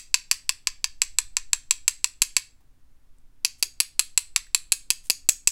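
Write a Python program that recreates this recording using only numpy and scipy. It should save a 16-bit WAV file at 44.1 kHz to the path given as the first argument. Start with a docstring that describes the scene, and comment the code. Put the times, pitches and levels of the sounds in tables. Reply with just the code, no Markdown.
"""One paintbrush rapped against the handle of another to flick paint: two quick runs with a pause.
The wooden handles clack and rebound once, the contact point wandering along the handle; firm taps
are brighter and rebound harder. Things on the table scatter each clack, and the small, quiet room
rings briefly. The microphone is so close that the hardest taps hit its limiter, and a dull low pop,
as of a brief overload, sits under the firmer ones."""
import sys
import numpy as np
from scipy import signal
from scipy.fft import rfft, irfft
from scipy.io import wavfile
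from scipy.ndimage import uniform_filter1d, minimum_filter1d

SR = 44100
rng = np.random.default_rng(int(sys.argv[2]) if len(sys.argv) > 2 else 0)


def master_out(mix):
    """Clip the mix to full scale and print it as 16-bit PCM to the path in sys.argv[1]."""
    frames = np.transpose(np.atleast_2d(mix))
    ceiling = np.clip(frames, -1, 1)
    pcm = np.round(ceiling * 32767).astype(np.int16)
    wavfile.write(sys.argv[1], SR, pcm)


N = 242991
LEAD = 4410  # samples ahead of t = 0, so that an earlier tap can ring into the scene

# The taps: t/s, force/dB, firmness (-1 loose to 1 firm), place along the handle (-1 to 1),
# glance (0 usual, higher is more glancing)
TAPS = [(-0.03, 1.5, 0.022, 0.078, 0.74), (0.1425, 4.5, -0.23, 0.65, .1), (0.3129, 4.6, 0.023, 0.5, 0.29),
        (0.493, 0.5, -0.41, .55, -0.65), (0.6715, -1.5, -0.47, 0.7, -0.02),
        (0.8427, -2.2, -0.52, 0.82, -0.15), (1.0181, 3.5, -0.42, 0.2, 0.65),
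        (1.1859, 1.4, -0.49, -0.32, -0.093), (1.3682, -2.2, -0.67, 0.13, -0.39),
        (1.5319, 1, -0.54, -0.39, -0.022), (1.709, 3.5, -0.49, -0.26, 0.62),
        (1.8796, 4.5, -.05, -0.33, 0.48), (2.0434, 1, -0.5, -0.16, -0.088), (2.219, 5.5, 0.29, -0.18, 0.17),
        (2.3663, 4.5, -0.12, 0.27, -0.12), (3.4485, -0.5, 0.49, 0.59, -0.31),
        (3.6263, -0.1, 0.67, 0.74, -0.0057), (3.8023, 2, 0.56, -0.063, -.65),
        (3.9939, 3, 0.31, -0.49, -0.74), (4.176, 2, -0.077, -0.71, -0.7), (4.3615, 2, -0.33, -0.024, -0.52),
        (4.547, 3, -0.073, -0.72, -0.66), (4.7205, 3.5, 0.56, -0.59, -0.17), (4.9038, 3, 0.48, 0.17, 0.17),
        (5.0996, 1, 0.88, 0.59, 0.048), (5.2894, 7.5, 0.6, -0.79, 1.62), (5.4735, 9, 0.11, -0.18, 1.96)]


def brush_taps(rebound_db=-10, rebound_firm_db=7.5, rebound_jitter_s=.00015):
    """Handle strikes handle and rebounds once; force, grip and point of contact colour the clack."""
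    # Tone of a stroke: f/Hz, usual level/dB, then change/dB per unit of firmness, of place, of glance
    strike_colour = [(1000, -1.1, -8.5, 1, -4.5), (1670, -0.52, -5, 1.5, -2.5), (2610, -0.9, -.8, 2.44, -2),
                     (4230, -1.7, 0.06, -1.3, -4), (4650, -0.24, 2.5, 6.4, -2.5), (6060, 6, -3, 2.4, 0),
                     (7850, -1.87, -3, -4.6, 0), (10040, 0.24, 7.5, -2.5, -4.5), (13500, 4, 5, -0.6, 0)]
    hz, usual_db, firm_db, place_db, glance_db = np.transpose(strike_colour)
    out = np.zeros(N + LEAD)
    for s, force_db, firm, place, glance in TAPS:
        band_db = force_db + usual_db + firm * firm_db + place * place_db + glance * glance_db
        colour = list(zip(hz, band_db))
        tap = coloured(clack(rise_s=.00016), colour)
        rebound = coloured(clack(rise_s=.00015), colour)
        rebound_s = .00455 + .0004 * firm + .0005 * place + rebound_jitter_s * rng.standard_normal()
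        add(out, s, tap)
        add(out, s + rebound_s, gain_of(rebound_db + rebound_firm_db * firm) * rebound)
        add(out, s, signal.fftconvolve(tap, table_scatter()))
    return out


def clack(rise_s, grip_detune=.009, crack_db=-21, crack_t60=.022, size=1600):
    """One contact: the handles ring for milliseconds, detuned by the grip, under a gritty crack."""
    # Bending modes of the two handles, damped by the fingers: f/Hz, level/dB, t60/s
    handle_modes = [(996, -27.5, 0.015), (1360, -43.5, 0.0067), (1703, -31.5, 0.011), (2292, -23.5, 0.0076),
                    (2604, -14, 0.0115), (3250, -28, 0.0059), (4158, -11.5, 0.0057), (4654, -10.5, 0.0062),
                    (5580, -17.5, 0.0038), (5950, -22.5, 0.0049), (6270, -21, 0.0047), (6354, -22, 0.0083),
                    (7550, -11, 0.0088), (7702, -8.5, 0.0086), (8060, -20, 0.008), (9450, -14, 0.0045),
                    (10534, -18, 0.0054), (11020, -14, 0.0037), (12580, -20.5, 0.0027),
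                    (13970.0, -21, 0.0013), (15300, -33.5, 0.003)]
    # Crack of the lacquered surfaces meeting: f/Hz, level/dB
    crack_spectrum = [(750, -37), (1000, -14), (1700, -4), (2500, -3), (3400, 5), (5000, 1.5), (8000, 6.5),
                      (9300, 5.5), (11000, -8.5), (13500, -15), (16000, -11.5)]
    t = np.arange(size) / SR
    hz, db, t60 = np.transpose(handle_modes)[:, :, None]
    hz = hz * (1 + grip_detune * rng.standard_normal())
    lag = np.pi / 2 * np.arange(len(hz))[:, None]  # the bend takes time to run along the stick
    ring = (gain_of(db) * mode(hz, t60, lag)).sum(0)
    grit = rng.standard_normal(size) * np.exp(-np.log(1000) * t / crack_t60)
    crack = gain_of(crack_db) * coloured(grit, crack_spectrum)
    contact = (ring + crack) * (1 - np.exp(-t / rise_s))
    # thin sticks radiate almost nothing below their first mode
    return signal.sosfilt(signal.butter(10, 960, "high", fs=SR, output="sos"), contact)


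def pops(usual_db=-11, firm_db=17, width_s=.00017, size=1600):
    """A dull low pop under the firmer taps, as of a briefly overloaded microphone."""
    out = np.zeros(N + LEAD)
    age = np.arange(size) / SR / width_s
    pulse = age * np.exp(-age)
    for s, force_db, firm, _, _ in TAPS:
        add(out, s, gain_of(force_db + usual_db + firm_db * firm) * pulse / pulse.sum())
    return coloured(out, [(15, -12), (60, 0), (300, 0), (750, 3), (1200, -3), (2500, -15)], size=2 ** 18)


def sideways_ring(hz=6720, t60=.006, usual_db=-15, firm_db=20, glance_db=2.5):
    """Firm, glancing taps bend the handle sideways; that mode beams past the microphone into the room."""
    ring = coloured(mode(hz, t60), [(hz / 4, -25), (hz, 0), (hz * 2, -6)])
    out = np.zeros(N + LEAD)
    for s, force_db, firm, _, glance in TAPS:
        add(out, s, gain_of(force_db + usual_db + firm_db * firm + glance_db * glance) * ring)
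    return out


def faint_ticks(decay_cycles=9, size=4000):
    """Faint ticks and clicks between the taps: a few noisy cycles around one pitch."""
    # The ticks: t/s, peak level/dB, f/Hz
    ticks = [(2.607, -59, 800), (3.185, -51, 8000), (3.657, -52, 380), (4.467, -48, 1800)]
    out = np.zeros(N + LEAD)
    t = np.arange(size) / SR
    for s, db, hz in ticks:
        burst = rng.standard_normal(size) * np.exp(-t * hz / decay_cycles)
        tick = coloured(burst, [(hz / 2, -20), (hz, 0), (hz * 2, -20)])
        add(out, s, gain_of(db) * tick / abs(tick).max())
    return out


def bristle_rustles(slips_per_s=5000):
    """Many stiff hairs slip one by one: a dense, bright patter."""
    # Lifts of the brush before a tap: t/s, length/s, rms level/dB
    lifts = [(3.575, .045, -62), (5.02, .08, -57)]
    out = np.zeros(N + LEAD)
    for s, length_s, db in lifts:
        size = int(length_s * SR)
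        slips = rng.standard_normal(size) * (rng.random(size) < slips_per_s / SR)
        patter = coloured(slips, [(1500, -3), (5000, 5), (9000, 11), (15000, -2.5)])
        add(out, s, gain_of(db) * unit_rms(patter * signal.windows.hann(size)))
    return out


def table_scatter(level_db=-12, t60=.035, start_s=.001209, span_s=.032, count=60, size=3000):
    """Jars, tubes and palette close by on the table return many weak echoes, different at each tap."""
    delay_s = start_s + span_s * (np.arange(count) + rng.random(count)) / count
    echoes = rng.choice([-1, 1], count) * np.exp(-np.log(1000) * delay_s / t60)
    response = np.bincount((delay_s * SR).astype(int), echoes, size)
    return gain_of(level_db) * response / np.linalg.norm(response)


def room_echoes(x, tail_db=-18, sway_s=.0003, patterns=9):
    """Single near reflections and a tail; their fine pattern changes from tap to tap as the hands move."""
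    # Reflections off nearby surfaces: delay/s, level/dB
    reflections = [(0.0108, -29), (0.0134, -24.5), (0.0166, -23.5), (0.0299, -29.5)]
    out = np.zeros(len(x))
    switch_s = [tap[0] - .01 for tap in TAPS]  # the next pattern takes over just before each tap
    pattern = np.searchsorted(switch_s, (np.arange(len(x)) - LEAD) / SR) % patterns
    for k in range(patterns):
        response = gain_of(tail_db) * room_tail()
        for delay_s, db in reflections:
            response[round((delay_s + sway_s * rng.standard_normal()) * SR)] += gain_of(db)
        out += signal.fftconvolve(x * (pattern == k), response)[:len(x)]
    return out


def room_tail(start_s=.0057, build_s=.00064, size=17640):
    """The small room's dense reflections, of energy 1, each band dying at its own speed."""
    # Ring of the room: f/Hz, level/dB, t60/s
    room_bands = [(200, -10, .25), (700, -8.5, .25), (1100, 2.5, 0.21), (1500, 3, .26), (1920, 5, .27),
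                  (2592, -3.5, 0.29), (3400, 2.5, .27), (4500, -1, 0.28), (5670, -0.5, 0.27),
                  (6660, -3.5, .26), (7700, -4.5, 0.29), (8680, 4.5, .25), (10600, -3.5, .23),
                  (15000, 1.5, .2)]
    hz, t, bands = signal.stft(rng.standard_normal(size), SR, nperseg=256)
    gain = gain_of(curve_at(room_bands, hz))[:, None]
    t60 = curve_at(room_bands, hz, column=2)[:, None]
    tail = signal.istft(bands * gain * np.exp(-np.log(1000) * t / t60), SR, nperseg=256)[1][:size]
    tail *= 1 - np.exp(-np.maximum(np.arange(size) / SR - start_s, 0) / build_s)
    return tail / np.linalg.norm(tail)


def room_tone(air_db=-66.5, hum_waver=.19):
    """Quiet room air, a low uneven rumble and a wavering hum."""
    # Spectrum of the air: f/Hz, relative density/dB
    air_spectrum = [(40, -6), (70, -2), (95, -9), (150, -12), (210, -18), (270, -15), (440, -24.5),
                    (1500, -27.5), (3000, -32.5), (9000, -35), (12000, -37), (16000, -38)]
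    # Spectrum of the rumble: f/Hz, relative density/dB
    rumble_spectrum = [(3, 3), (9, 2), (18, -3.5), (25, -9), (34, -17), (45, -19), (70, -28.5),
                       (150, -50.5), (400, -76)]
    # Swells of the rumble: t/s, level/dB
    rumble_swells = [(0, -50.5), (.6, -47.5), (.8, -40), (1.35, -39.5), (1.6, -45), (2.7, -50), (4.15, -49),
                     (4.38, -44.5), (4.7, -47), (5.5, -51.5)]
    # Hum of the mains and an appliance: f/Hz, rms level/dB
    hum_lines = [(60, -73.5), (120, -78.5), (262, -81)]
    t = np.arange(N) / SR
    rumble = gain_of(np.interp(t, *np.transpose(rumble_swells))) * noise(rumble_spectrum)
    hum = np.zeros(N)
    for hz, db in hum_lines:
        drift = noise([(0, 0), (1, 0), (5, -40), (20, -120)])
        hum += np.sqrt(2) * gain_of(db) * (1 + hum_waver * drift) * np.sin(2 * np.pi * hz * t)
    return gain_of(air_db) * noise(air_spectrum) + rumble + hum


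def gain_of(db):
    """Decibels to amplitude."""
    return 10 ** (np.asarray(db) / 20)


def unit_rms(x):
    """Scales to rms 1."""
    return x / np.sqrt(np.mean(x ** 2) + 1e-20)


def curve_at(points, hz, column=1):
    """One column of a table, joined by lines on a log-frequency axis."""
    columns = np.transpose(points)
    return np.interp(np.log(hz + 1), np.log(columns[0] + 1), columns[column])


def add(mix, s, sound):
    """Mixes a sound in at time s, on a track that starts LEAD samples early."""
    part = mix[max(round(s * SR) + LEAD, 0):][:len(sound)]
    part += sound[:len(part)]


def mode(hz, t60, lag=0, size=1600):
    """A dying sine, 60 dB down after t60 seconds."""
    t = np.arange(size) / SR
    return np.exp(-np.log(1000) * t / t60) * np.sin(2 * np.pi * hz * t - lag)


def noise(spectrum):
    """Steady noise of rms 1 with the given spectrum (f/Hz, level/dB)."""
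    gain = gain_of(curve_at(spectrum, np.fft.rfftfreq(N, 1 / SR)))
    return unit_rms(irfft(rfft(rng.standard_normal(N)) * gain, N))


def coloured(x, spectrum, size=4096):
    """Minimum-phase filter with the given spectrum (f/Hz, level/dB): nothing sounds before the blow."""
    log_gain = np.log(gain_of(curve_at(spectrum, abs(np.fft.fftfreq(size, 1 / SR)))))
    response = np.exp(np.conj(signal.hilbert(log_gain)))
    return np.fft.ifft(np.fft.fft(x, size) * response).real[:len(x)]


def scene(pop_spill_db=-3):
    """The brushes close to one microphone, with the room's echoes and quiet tone behind them."""
    near = brush_taps() + faint_ticks() + bristle_rustles()
    pop = pops()
    echoes = room_echoes(near + sideways_ring() + gain_of(pop_spill_db) * pop)
    return ((near + pop + echoes)[LEAD:] + room_tone())[None]


def record(dry, limiter_samples=21, cutoff_hz=16000):
    """The microphone's very fast limiter holds peaks to full scale; a low-pass trims the top treble."""
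    gain = minimum_filter1d(1 / np.maximum(abs(dry), 1), limiter_samples)
    limited = dry * uniform_filter1d(gain, limiter_samples)
    low_pass = signal.firwin(151, cutoff_hz, window=("kaiser", 8), fs=SR)
    return signal.oaconvolve(limited, low_pass[None], "same")


dry = scene()
out = record(dry)
master_out(out)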